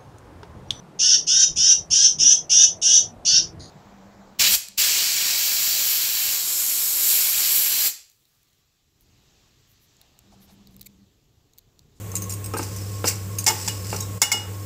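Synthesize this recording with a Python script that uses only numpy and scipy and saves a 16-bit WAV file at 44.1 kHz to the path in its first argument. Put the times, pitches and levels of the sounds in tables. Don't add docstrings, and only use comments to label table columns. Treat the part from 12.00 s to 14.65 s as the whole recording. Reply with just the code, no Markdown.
import sys
import numpy as np
from scipy import signal
from scipy.fft import rfft, irfft
from scipy.io import wavfile
from scipy.ndimage import uniform_filter1d

SR = 44100
rng = np.random.default_rng(int(sys.argv[2]) if len(sys.argv) > 2 else 0)


def digitize_waveform(pressure):
    field = np.atleast_2d(pressure).T
    bounded = np.clip(field, -1, 1)
    quanta = np.round(bounded * 32767).astype(np.int16)
    wavfile.write(sys.argv[1], SR, quanta)


def ratio(d):
    e = np.asarray(d, float) / 20
    return 10 ** e


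N = 116865

# start_s, level_db
HUM_LEVEL = [(0, -36), (.2, -34.5), (.5, -35), (.85, -33), (1.2, -33), (1.43, -33), (1.7, -36.5),
             (2.17, -34), (2.4, -31.5), (2.445, -36.5), (2.49, -33.5), (2.65, -34.5)]
# pitch_hz, width_hz, level_db
DRONES = [(65, 14, -52), (98.5, 37, -59.5), (180.3, 24.6, -46.5), (310, 15, -53.5), (442, 108, -52.5),
          (1085, 38.4, -52.5)]
# frequency_hz, level_db (per Hz)
AIR_SPECTRUM = [(25, -45), (60, -8), (110, -1.5), (240, -11), (500, -9), (680, -18), (3500, -26),
                (16000, -56)]
# pitch_hz, width_hz, level_db
HISS_HUMPS = [(7450, 3200, -50), (14650, 4800, -50.5)]
# start_s, peak_db, pitch_hz, t60_s
EDGE_TICKS = [(0.1163, -25, 6470, 0.041), (0.1534, -9, 7260, 0.034), (0.1642, -13, 6670, 0.049),
              (0.1818, -21, 8100, 0.021), (0.2196, -21, 6380, 0.093), (0.239, -27, 6770, 0.04),
              (0.2942, -20.5, 7260, 0.088), (0.302, -22, 5660, 0.14), (0.3212, -18.5, 6800, 0.056),
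              (0.3355, -19.5, 8560, 0.053), (0.4414, -20, 8400, 0.048), (0.459, -20.5, 8250, 0.058),
              (0.5357, -22.5, 5350, 0.049), (0.568, -23, 4350, 0.067), (0.573, -15, 8740, 0.033),
              (0.5834, -16.5, 8330, 0.03), (0.6326, -24.5, 6150, 0.06), (0.7622, -23, 6100, 0.067),
              (1.0813, -9, 7500, 0.065), (1.3844, -12, 6460, 0.075), (1.4415, -10.5, 7200, 0.012),
              (1.9634, -23, 7800, 0.03), (2.0045, -15, 6550, 0.052), (2.022, -28.5, 7800, 0.12)]
# pitch_hz, level_db
EDGE_RESONANCES = [(2700, -15), (4200, -15), (5300, -6.5), (6500, -3.5), (7300, -4.5), (8500, 0),
                   (9800, -8.5), (11300, -6), (13000, -5.5), (14700, -4)]
# start_s, level_db, pitch_hz, t60_s
TIP_PINGS = [(0.537, -31.5, 1265, 0.059), (0.55, -32, 2570, 0.049), (.592, -30, 2760, 0.033),
             (0.63, -24.5, 6120, 0.018), (.647, -45, 2980, 0.023), (1.043, -33, 2730, 0.025),
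             (1.054, -22, 5000, 0.05), (1.074, -18.5, 5850, 0.086), (1.081, -15, 7700, 0.032),
             (1.11, -30.5, 2180, 0.082), (1.158, -32, 7230, 0.026), (1.497, -28, 14450, 0.21),
             (1.612, -32, 5730, 0.035), (1.625, -32.5, 7740, .18), (1.846, -36.5, 5140, 0.061),
             (1.883, -38, 7700, 0.028), (1.913, -36, 4670, .06), (1.926, -31, 2750, 0.033),
             (1.96, -36, 7720, 0.062), (1.964, -26, 5830, .04), (2.004, -31, 5500, 0.045),
             (2.012, -39, 3850, 0.059), (2.025, -38.5, 3800, 0.078), (2.021, -32, 5540, 0.064),
             (2.026, -35, 7400, 0.055)]
# start_s, peak_db, pitch_hz, t60_s
FOOD_THUDS = [
    (.14, -23.5, 1310, 0.014),
    (0.537, -17.5, 1245, 0.15),
    (.567, -17, 1600, 0.04),
    (0.592, -15.5, 890, 0.075),
    (1.042, -9.5, 405, 0.06),
    (1.928, -12, 490, 0.045),
    (1.94, -22, 400, 0.15),
    (1.497, -18.5, 460, 0.14),
    (2.341, -25.5, 900, 0.12),
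]
# frequency_hz, level_db (per Hz)
MASH_SPECTRUM = [(120, -1), (300, -0.5), (700, -3.5), (1400, -3.5), (1870, -16.5), (2700, -9), (3200, -21),
                 (4500, -31.5)]
# start_s, level_db
DRAG_PRESSURE = [(.52, -95), (.58, -40), (.7, -46), (.77, -45.5), (1.04, -49.5), (1.055, -31),
                 (1.085, -22.5), (1.13, -41.5), (1.2, -51), (1.3, -53), (1.55, -41), (1.67, -35.5),
                 (1.75, -44), (1.84, -48), (1.85, -45), (1.97, -35), (2.0, -46), (2.08, -55)]
# frequency_hz, level_db (per Hz)
GRIT_SPECTRUM = [(880, -47), (1500, -9), (2940, -6.5), (3220, -18.5), (5120, -1), (7460, -2),
                 (10900, -10.5), (15100, -6.5), (16000, -12)]
# pitch_hz, width_hz, level_db
SINGING_TONES = [(4800, 80, -7), (5130, 45, -7), (5320, 50, -2), (5810, 70, -6), (7200, 200, -6),
                 (7690, 50, 0)]
# start_s, pitch_hz, level_db, t60_s
CLEAR_TONES = [(.538, 1280, -20, 0.045), (1.467, 880, -21.5, 0.11), (1.478, 880, -17.5, 0.088),
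               (1.5, 912, -20.5, 0.085), (1.464, 2169, -19, 0.061), (1.477, 2169, -18, 0.098),
               (1.49, 2169, -21, 0.062), (1.49, 2886, -22, 0.11), (1.692, 2886, -27, 0.11),
               (1.384, 6500, -24, 0.038), (2.22, 2169, -13, 0.065), (2.233, 2169, -31, 0.14),
               (2.22, 880, -32, 0.1), (2.233, 2886, -24, 0.26), (2.316, 2169, -8, .04),
               (2.328, 2169, -29.5, 0.17), (2.328, 2886, -19.5, 0.23), (2.335, 1389, -32, 0.12)]
# start_s, peak_db, pan_ring_db, blade_ring_db, chatter_t60_s
BLADE_BANGS = [(1.4639, -4.5, -33, 0.5, 0.13), (1.476, -6, -20, 2.5, 0.041), (1.484, -6.5, -18, 2.5, 0.072),
               (1.506, -17.5, -17, -1, .04), (1.677, -16, -10, 6, 0.027), (1.683, -12, -17, -4.5, 0.055),
               (2.217, 0.5, -12, -3, 0.046), (2.226, -4.5, -20, -2, 0.051), (2.233, -14, -7, -17, 0.018),
               (2.317, -8.5, -29, 1, 0.1), (2.325, -11.5, -2, 2, 0.031)]
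# frequency_hz, level_db (per Hz)
CRASH_SPECTRUM = [(200, -9.5), (900, -14.5), (1700, -7.5), (3200, -13), (4700, -7), (7600, -4),
                  (10500, -12), (15500, -10)]
# frequency_hz, t60_s
SHIMMER_DECAY = [(1000, 0.15), (5000, 0.1), (9000, 0.049), (15000, 0.049)]
# pitch_hz, level_db, t60_s
PAN_MODES = [(851, -12, .15), (1389, -12, .14), (3558, -17, .15), (4480, -11, .16), (5127, -10, .12),
             (5480, -12, .16), (6374, -12, .14), (6977, -13, .12), (7892, -15, .12)]
# pitch_hz, level_db, t60_s
BLADE_MODES = [(865, -9, .05), (912, -10, .06), (2120, -14, .025), (2780, -9, .03), (3490, -10, .06),
               (4750, -2, .05), (5175, -6, .05), (5308, -3, .06), (5850, -3, .05), (6520, -6, .05),
               (7000, -3, .05), (7230, -2, .05), (7690, 0, .055)]
# frequency_hz, t60_s
ROOM_DECAY = [(300, 0.41), (2000, 0.43), (6000, 0.25), (15000, 0.25)]
# start_s, level_db
CAMERA_GAIN = [(1.435, 1.5), (1.46, -3.5), (1.5, -3.5), (1.57, 0.5), (1.66, 1.5), (1.72, 2.5), (2.18, 3),
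               (2.192, -13), (2.34, -8.5), (2.38, -4.5), (2.49, 1)]
TOP_HZ = 15550


def evened(x):
    return x / np.sqrt(np.mean(x ** 2) + 1e-20)


def read(points, hz):
    f, value = np.transpose(points)
    return np.interp(np.log(hz + 1), np.log(f + 1), value)


def curve(points):
    return np.interp(np.arange(N) / SR, *np.transpose(points))


def add(mix, s, sound):
    part = mix[round(s * SR):][:len(sound)]
    part += sound[:len(part)]


def true_gain(s, db):
    return ratio(db - np.interp(s, *np.transpose(CAMERA_GAIN)))


def smoothed_noise(shape, size):
    return uniform_filter1d(uniform_filter1d(rng.standard_normal(shape), size=size), size=size)


def colour(x, points):
    hz = abs(np.fft.fftfreq(4096, 1 / SR))
    log = np.log(ratio(np.maximum(read(points, hz), -100)))
    taps = np.fft.ifft(np.exp(np.conj(signal.hilbert(log)))).real[:2048]
    return signal.oaconvolve(x, taps / np.linalg.norm(taps))[:len(x)]


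def resonate(x, hz, width):
    r = np.exp(-np.pi * width / SR)
    return 2 * signal.lfilter([1 - r], [1, -r * np.exp(2j * np.pi * hz / SR)], x).real


def resonate_twice(x, hz, width):
    return resonate(resonate(x, hz, width), hz, width)


def burst(t60, grain_db):
    t = np.arange(SR // 2) / SR
    grains = np.minimum(rng.exponential(1, len(t) // 60 + 1), 2)
    size = ratio(grain_db * grains).repeat(60)[:len(t)]
    rattle = evened(size * rng.standard_normal(len(t)))
    return rattle * ratio(-60 * t / t60) * np.minimum(t / 0.00012, 1)


def ring(modes, t60, spread_db):
    hz, db, life = np.transpose(modes)[:, :, None]
    life = np.clip(life, .01, .5)
    t = np.arange(int(SR * life.max())) / SR
    luck = rng.random((2, len(hz), 1))
    kick = burst(t60, 1.0)[:SR // 10]
    kick = kick / np.linalg.norm(kick)
    fed = np.interp(hz, np.fft.rfftfreq(len(kick), 1 / SR), abs(rfft(kick)))
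    level = ratio(db + spread_db * (luck[0] - 1.5) - 60 * t / life) / np.maximum(fed, .5)
    free = level * np.sin(2 * np.pi * (hz * t + luck[1]))
    return np.pad(signal.fftconvolve(free.sum(0), kick), (0, SR))[:SR // 2]


def crowd(points, lo_hz, count):
    hz = rng.uniform(lo_hz, TOP_HZ, count)
    db = read(points, hz)
    db_each = db - 10 * np.log10(np.sum(ratio(2 * db)))
    return np.transpose([hz, db_each, read(SHIMMER_DECAY, hz)])


def kitchen():
    waver = evened(smoothed_noise(N, 3000))
    phase = 2 * np.pi * 99.9 * np.arange(N) / SR + 0.49 * waver
    sound = np.sqrt(2) * ratio(curve(HUM_LEVEL)) * np.cos(phase)
    for hz, width, db in [*DRONES, *HISS_HUMPS]:
        sound += ratio(db) * evened(resonate_twice(rng.standard_normal(N), hz, width))
    air_gain = ratio(read(AIR_SPECTRUM, np.fft.rfftfreq(N, 1 / SR)))
    air = irfft(rfft(rng.standard_normal(N)) * air_gain, N)
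    return sound + ratio(-44) * evened(air)


def ticks():
    out = np.zeros(N)
    rise = np.minimum(np.arange(8000) / SR / .0007, 1)
    for s, db, hz, t60 in EDGE_TICKS:
        rattle = burst(t60, 0.52)[:8000] * rise
        sound = ratio(5) * resonate_twice(rattle, hz, 440)
        for hump_hz, hump_db in EDGE_RESONANCES:
            level_luck, pitch_luck = rng.random(2) - .5
            hump = resonate_twice(rattle, hump_hz * (1 + 0.11 * pitch_luck), 1000)
            sound += ratio(hump_db + 5 * level_luck) * hump
        add(out, s, true_gain(s, db) * sound)
    return out


def thuds():
    out = np.zeros(N)
    for s, db, hz, t60 in FOOD_THUDS:
        modes = [(hz, 0, 0.5 * t60), (240, -6, t60), (360, -2, t60), (460, -4, t60),
                 (860, -6, 1.1 * t60), (1330, -9, 0.35 * t60), (2160, -17, .025), (2740, -14, .02)]
        slap = ratio(-6.5) * colour(burst(t60, 0.74), MASH_SPECTRUM)
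        add(out, s, true_gain(s, db - 5) * (slap + ring(modes, 0.029, 4.7)))
    return out


def drag():
    clicks = rng.random(N) < 5000 / SR
    click_size = ratio(3.4 * np.minimum(rng.exponential(1, N), 2))
    grit = rng.standard_normal(N) * (0.11 + click_size * clicks)
    slow = smoothed_noise((len(SINGING_TONES) + 1, N), 500)
    slow = slow / slow.std()
    grit = evened(grit * ratio(1.1 * slow[0]))
    sing = np.zeros(N)
    for (hz, width, db), patch in zip(SINGING_TONES, slow[1:]):
        sing += ratio(db + 4 * patch) * evened(resonate(grit, hz, width))
    scrape = colour(grit, GRIT_SPECTRUM) + ratio(-2.5) * evened(sing)
    return ratio(curve(DRAG_PRESSURE) - curve(CAMERA_GAIN)) * scrape


def pings():
    out = np.zeros(N)
    for s, db, hz, t60 in TIP_PINGS:
        pair = [(hz, 0, t60), (1.012 * hz, -5, t60)]
        add(out, s, true_gain(s, db) * ring(pair, 0.0089, 0.88))
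    return out


def chimes():
    t, age = np.arange(N) / SR, np.arange(SR // 2) / SR
    out = np.zeros(N)
    table = np.array(CLEAR_TONES)
    tones = np.round(np.log(table[:, 1]) * 8)
    for tone in np.unique(tones):
        power, rows = np.zeros(N), table[tones == tone]
        for s, hz, db, t60 in rows:
            swell = ratio(-60 * age / t60) * np.minimum(age / .005, 1)
            add(power, s, (true_gain(s, db) * swell) ** 2)
        out += np.sqrt(power) * np.sin(2 * np.pi * (rows[-1, 1] * t + rng.random()))
    return out


def bangs():
    out = np.zeros(N)
    for s, db, pan_db, blade_db, t60 in BLADE_BANGS:
        sound = ratio(-3) * colour(burst(t60, 2.0), CRASH_SPECTRUM)
        sound += ratio(1) * ring(crowd(CRASH_SPECTRUM, 596, count=70), 0.03, 18.5)
        sound += ratio(pan_db) * ring(PAN_MODES, 0.011, 5.8)
        sound += ratio(blade_db) * ring(BLADE_MODES, 0.016, 4.8)
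        add(out, s, true_gain(s, db - 7.5) * sound)
    return out


def room(x):
    taps = np.zeros(SR // 2)
    at = np.arange(200, SR // 2 - 20, 20)
    taps[at + rng.integers(0, 20, len(at))] = rng.choice([-1., 1.], len(at))
    hz, t, z = signal.stft(taps, SR, nperseg=256)
    decay = ratio(-60 * t / read(ROOM_DECAY, hz)[:, None])
    tail = signal.istft(z * decay, SR, nperseg=256)[1]
    return signal.fftconvolve(x, tail / np.linalg.norm(tail))[:N]


def scene():
    low_cut = signal.butter(2, 150, "high", fs=SR, output="sos")
    near = signal.sosfilt(low_cut, ticks() + thuds() + drag() + pings() + bangs())
    return (near + ratio(-10) * room(near) + kitchen() + chimes())[None]


def roll_off(x):
    return signal.sosfilt(signal.butter(12, 16810, fs=SR, output="sos"), x)


def record(dry):
    x = np.tanh(dry * ratio(curve(CAMERA_GAIN)))
    top = irfft(rfft(x) * (np.fft.rfftfreq(N, 1 / SR) > TOP_HZ), N)
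    power_now, power_around = uniform_filter1d(top ** 2, size=512), uniform_filter1d(top ** 2, size=4096)
    sharp = power_now > ratio(9) * power_around
    gate = uniform_filter1d(1. * sharp, size=256)
    return roll_off(x - top + ratio(-33) * top * gate)


dry = scene()
out = record(dry)
digitize_waveform(out)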